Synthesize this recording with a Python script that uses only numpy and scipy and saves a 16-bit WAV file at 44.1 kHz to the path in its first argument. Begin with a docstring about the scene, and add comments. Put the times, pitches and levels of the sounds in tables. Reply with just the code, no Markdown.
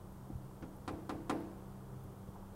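"""A quiet room with a glass door. A dog paws at it: soft touches and three knocks on the same spot.
Each knock is a claw tick, a short bending-wave clack and the ring of the pane, with the room behind it.
The dog shifts its weight with soft thuds, among faint scuffs and tiny ticks. A distant motor hums over
low rumble and hiss, and the electronics add a thin whine."""
import sys
import numpy as np
from scipy import signal
from scipy.fft import irfft
from scipy.io import wavfile

SR = 44100
rng = np.random.default_rng(int(sys.argv[2]) if len(sys.argv) > 2 else 0)


def persist_wave(psi):
    """Save psi, clipped to +-1, as 16-bit WAV."""
    counts = np.round(np.clip(psi, -1, 1) * 32767).astype(np.int16)
    wavfile.write(sys.argv[1], SR, np.atleast_2d(counts).T)


N = 112454

# Knocks on the pane. Each row: start in seconds, ring gain in dB, claw tick gain in dB.
PAW_KNOCKS = [(0.8772, -5, -8), (1.0930, -5, -7.5), (1.2956, 1, 0)]
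# Clear modes of the framed pane. Each row: pitch in Hz, level in dB, seconds to fall 60 dB.
PANE_MODES = [(222.9, -45, 0.72), (269.2, -41, 0.44), (300.7, -37, 0.58), (334, -41.5, 0.96),
              (364, -44, 0.22), (504, -43.5, 0.3), (659.7, -53.5, 1), (747, -41.5, 0.25), (828, -49, 0.37),
              (1044, -45.5, 0.24), (1196, -44.5, 0.15), (1316, -54.5, .16), (1467, -42.5, 0.069),
              (1900, -45, 0.088), (2314, -59, 0.16), (3220, -59.5, 0.12)]

# Colours of the noise bursts. Each row: band centre in Hz, relative level in dB, seconds to fall 60 dB.
CLAW_BANDS = [(2150, -47.5, 0.14), (3890, -50, 0.069), (7400, -48.5, 0.076), (13800, -64.5, .09)]  # claw on glass
DENSE_MODE_BANDS = [(129.6, -42.5, 0.39), (342, -40.5, 0.25), (623, -46, 0.26), (1204, -39.5, 0.077),
                    (2080, -47.5, 0.045), (3600, -45.5, 0.082)]  # the pane's crowded, quickly dying modes
ECHO_BANDS = [(1140, -43, 0.063), (2070, -47, 0.055)]  # scatter off a near surface
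ROOM_BANDS = [(150, -65.5, 0.74), (397, -46, 1), (780, -50.5, 0.99), (1305, -57.5, 0.85), (2150, -63, 0.77),
              (4100, -68, 0.77), (8550, -65.5, 0.35), (14100, -68, .25)]  # room tail of a knock
PAD_BANDS = [(135, -4.5, 0.24), (273, 1.5, 0.12), (463, -4.5, 0.08)]  # soft paw pad
BRUSH_BANDS = [(1200, -2, 0.086), (2350, -7, 0.097), (4870, -15, 0.086)]  # brushing claws
TINY_TICK_BANDS = [(12200, 9.5, 0.052)]  # a pinpoint of treble

# Soft paw touches. Each row: start in seconds, pad gain in dB, claw brush gain in dB.
PAW_TOUCHES = [(0.297, -47.5, -74), (0.622, -40, -51), (1.925, -53.5, -79), (2.044, -55.5, -79),
               (2.272, -53, -79)]
# The dog's weight shifting on the floor. Each row: start in seconds, level in dB.
WEIGHT_THUDS = [(0.331, -39.5), (0.352, -35.5), (0.626, -42.5), (0.934, -40), (1.148, -47.5),
                (2.286, -42.5)]
# Faint scuffs. Each row: start in seconds, level in dB.
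FAINT_SCUFFS = [(2.352, -52), (2.421, -58)]
# Tiny high ticks. Each row: start in seconds, gain in dB.
TINY_TICKS = [(0.121, -75), (0.764, -74), (1.401, -73), (2.036, -73)]
# Motor hum. Each row: order of the motor's rate, base level in dB, waver depth as a fraction.
MOTOR_ORDERS = [(3, -63, 0.71), (4, -52.5, 0.098), (6, -54, 0.11), (12, -73.5, 0.96)]
# Swells of the hum. Each row: time in seconds, fourth order gain in dB, sixth order gain in dB.
MOTOR_SWELLS = [(0, -12.5, -7), (0.379, 2.5, -4), (.72, -9.5, -5.5), (1.1, -2.5, -3.5), (1.42, -9.5, -0.5),
                (1.7, -4, 0), (1.97, 1.5, -4.5), (2.25, -8, -2), (2.501, -33, -2.5)]
# Room rumble and hiss. Each row: frequency in Hz, relative noise density in dB.
ROOM_TONE_CURVE = [(12, -35), (22, -1.5), (70, -6.5), (110, -7.5), (160, -7), (240, -15.5), (310, -11.5),
                   (400, -13.5), (600, -17.5), (950, -18.5), (1350, -24.5), (1750, -34), (2600, -41),
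                   (3200, -38), (4000, -42), (8000, -41), (13000, -42), (15800, -44.5)]
# Outline of the electronic whine. Each row: frequency in Hz, level per line in dB.
WHINE_CURVE = [(7400, -103), (8300, -94), (9400, -91), (11200, -104), (11800, -94), (12500, -89.5),
               (13300, -90), (14400, -108), (15000, -104), (15500, -94)]

TICK_RISE_S, MODE_RISE_S, DENSE_RISE_S, ROOM_RISE_S = 0.00032, 0.001, 0.0024, 0.0058


def knocks(ring):
    """The same spot rings alike on every knock; only the claw tick is fresh."""
    out = np.zeros(N)
    for start, ring_db, tick_db in PAW_KNOCKS:
        add(out, start, amp(ring_db) * ring + amp(tick_db) * burst(CLAW_BANDS, TICK_RISE_S))
    return out


def pane_ring(clack_hz=1220, clack_width_s=0.0007, echo_delay_s=0.012):
    """The struck glass: bending-wave clack, clear and dense modes, a near reflection, the room tail."""
    t = np.arange(SR) / SR
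    modes = sum(amp(db - 60 * t / t60) * sine(hz, t) for hz, db, t60 in PANE_MODES)
    modes *= fade_in(t, MODE_RISE_S)
    from_peak = t - 0.0019  # the clack peaks just after contact
    clack = amp(-28.5) * np.exp(-(from_peak / clack_width_s) ** 2)
    clack *= np.cos(2 * np.pi * clack_hz * from_peak)
    out = clack + modes + burst(DENSE_MODE_BANDS, DENSE_RISE_S) + burst(ROOM_BANDS, ROOM_RISE_S)
    echo = amp(-6.5) * clack + burst(ECHO_BANDS, DENSE_RISE_S)
    add(out, echo_delay_s, amp(1) * echo)
    return out


def paw_touches(ring, muffle_hz=1200, ring_gain_db=23):
    """A soft pad wakes a duller, slower ring from the pane while the claws brush it."""
    out, t = np.zeros(N), np.arange(SR) / SR
    muffle = signal.butter(1, muffle_hz, fs=SR, output="sos")
    soft_ring = signal.sosfilt(muffle, ring) * fade_in(t, ROOM_RISE_S)
    for start, pad_db, brush_db in PAW_TOUCHES:
        pad = burst(PAD_BANDS, rise_s=0.003) + amp(ring_gain_db) * soft_ring
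        brush = burst(BRUSH_BANDS, rise_s=0.0034)
        add(out, start, amp(pad_db) * pad + amp(brush_db) * brush)
    return out


def shuffling(thud_hz=82, scuff_hz=950, scuff_width_hz=220):
    """Shifting weight thuds on the floor, with narrow-band scuffs and tiny high ticks on top."""
    out, t = np.zeros(N), np.arange(SR) / SR
    thud = -swell(t, peak_s=0.005) * np.sin(2 * np.pi * thud_hz * t)
    for start, db in WEIGHT_THUDS:
        add(out, start, amp(db) * thud)
    for start, db in FAINT_SCUFFS:
        rub = noise(lambda f: 1 / (1 + (2 * (f - scuff_hz) / scuff_width_hz) ** 2), size=SR)
        add(out, start, amp(db) * swell(t, peak_s=0.006) * rub)
    for start, db in TINY_TICKS:
        add(out, start, amp(db) * burst(TINY_TICK_BANDS, TICK_RISE_S))
    return out


def motor_hum(motor_hz=32.31, waver_hz=1):
    """A distant motor: each order wavers in level and phase, and the two strong ones swell and fade."""
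    out, t = np.zeros(N), np.arange(N) / SR
    times, fourth_db, sixth_db = np.transpose(MOTOR_SWELLS)
    swell_db = {4: np.interp(t, times, fourth_db), 6: np.interp(t, times, sixth_db)}
    for order, db, depth in MOTOR_ORDERS:
        waver = 1 + depth * (drift(waver_hz) + 1j * drift(waver_hz)) / np.sqrt(2)
        tone = np.exp(2j * np.pi * (order * motor_hz * t + rng.random()))
        out += np.sqrt(2) * amp(db + swell_db.get(order, 0)) * (waver * tone).real
    return out


def room_tone(level_db=-54, mids_hz=(700, 3550), growth_db_per_s=0.47):
    """A bed of low rumble and faint hiss whose mids slowly creep up."""
    from_midpoint = (np.arange(N) - N / 2) / SR
    bed = noise(lambda f: amp(read(ROOM_TONE_CURVE, f)))
    mids = signal.sosfiltfilt(signal.butter(2, mids_hz, "band", fs=SR, output="sos"), bed)
    return amp(level_db) * (bed + mids * (amp(growth_db_per_s * from_midpoint) - 1))


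def electronic_whine(spacing_hz=256):
    """The electronics give off a comb of thin, steady lines in the high treble."""
    t = np.arange(N) / SR
    lines_hz = spacing_hz * np.arange(29, 62)
    return sum(np.sqrt(2) * amp(read(WHINE_CURVE, hz)) * sine(hz, t) for hz in lines_hz)


def burst(bands, rise_s):
    """One second of octave-wide noise bands, each dying at its own speed."""
    out, t = np.zeros(SR), np.arange(SR) / SR
    for hz, db, t60 in bands:
        band = noise(lambda f: 1 / (1 + (2 * np.log2((f + 1) / hz)) ** 4), size=SR)
        out += amp(db - 60 * t / t60) * band
    return out * fade_in(t, rise_s)


def noise(shape, size=N):
    """Noise of rms 1 whose spectrum follows shape(Hz)."""
    hz = np.fft.rfftfreq(size, 1 / SR)
    wave = irfft(shape(hz) * np.exp(2j * np.pi * rng.random(len(hz))), size)
    return wave / np.sqrt(np.mean(wave ** 2) + 1e-20)


def drift(hz):
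    """Slow random wander up to about hz."""
    return noise(lambda f: np.exp(-np.minimum(f / hz, 20) ** 2))


def sine(hz, t):
    """A pure tone at a random phase."""
    return np.sin(2 * np.pi * (hz * t + rng.random()))


def fade_in(t, rise_s):
    """A rounded attack."""
    return 1 - np.exp(-t / rise_s)


def swell(t, peak_s):
    """A soft push that peaks and dies away."""
    return t / peak_s * np.exp(1 - t / peak_s)


def amp(db):
    """Decibels to gain."""
    return 10 ** (np.asarray(db) / 20)


def read(curve, hz):
    """Reads a spectrum curve on a log-frequency axis."""
    f, db = np.transpose(curve)
    return np.interp(np.log(hz + 1), np.log(f + 1), db)


def add(mix, start, sound):
    """Mixes a sound in at start seconds."""
    part = mix[round(start * SR):][:len(sound)]
    part += sound[:len(part)]


def scene():
    """Dog, door and room, mixed in mono."""
    ring = pane_ring()
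    return (knocks(ring) + paw_touches(ring) + shuffling() + motor_hum() + room_tone())[None]


def record(dry, cutoff_hz=15900):
    """Lays in the electronic whine, then cuts the very top off the mix."""
    lowpass = signal.firwin(511, cutoff_hz, window=("kaiser", 9), fs=SR)
    return signal.oaconvolve(dry + electronic_whine(), lowpass[None], "same")


dry = scene()
out = record(dry)
persist_wave(out)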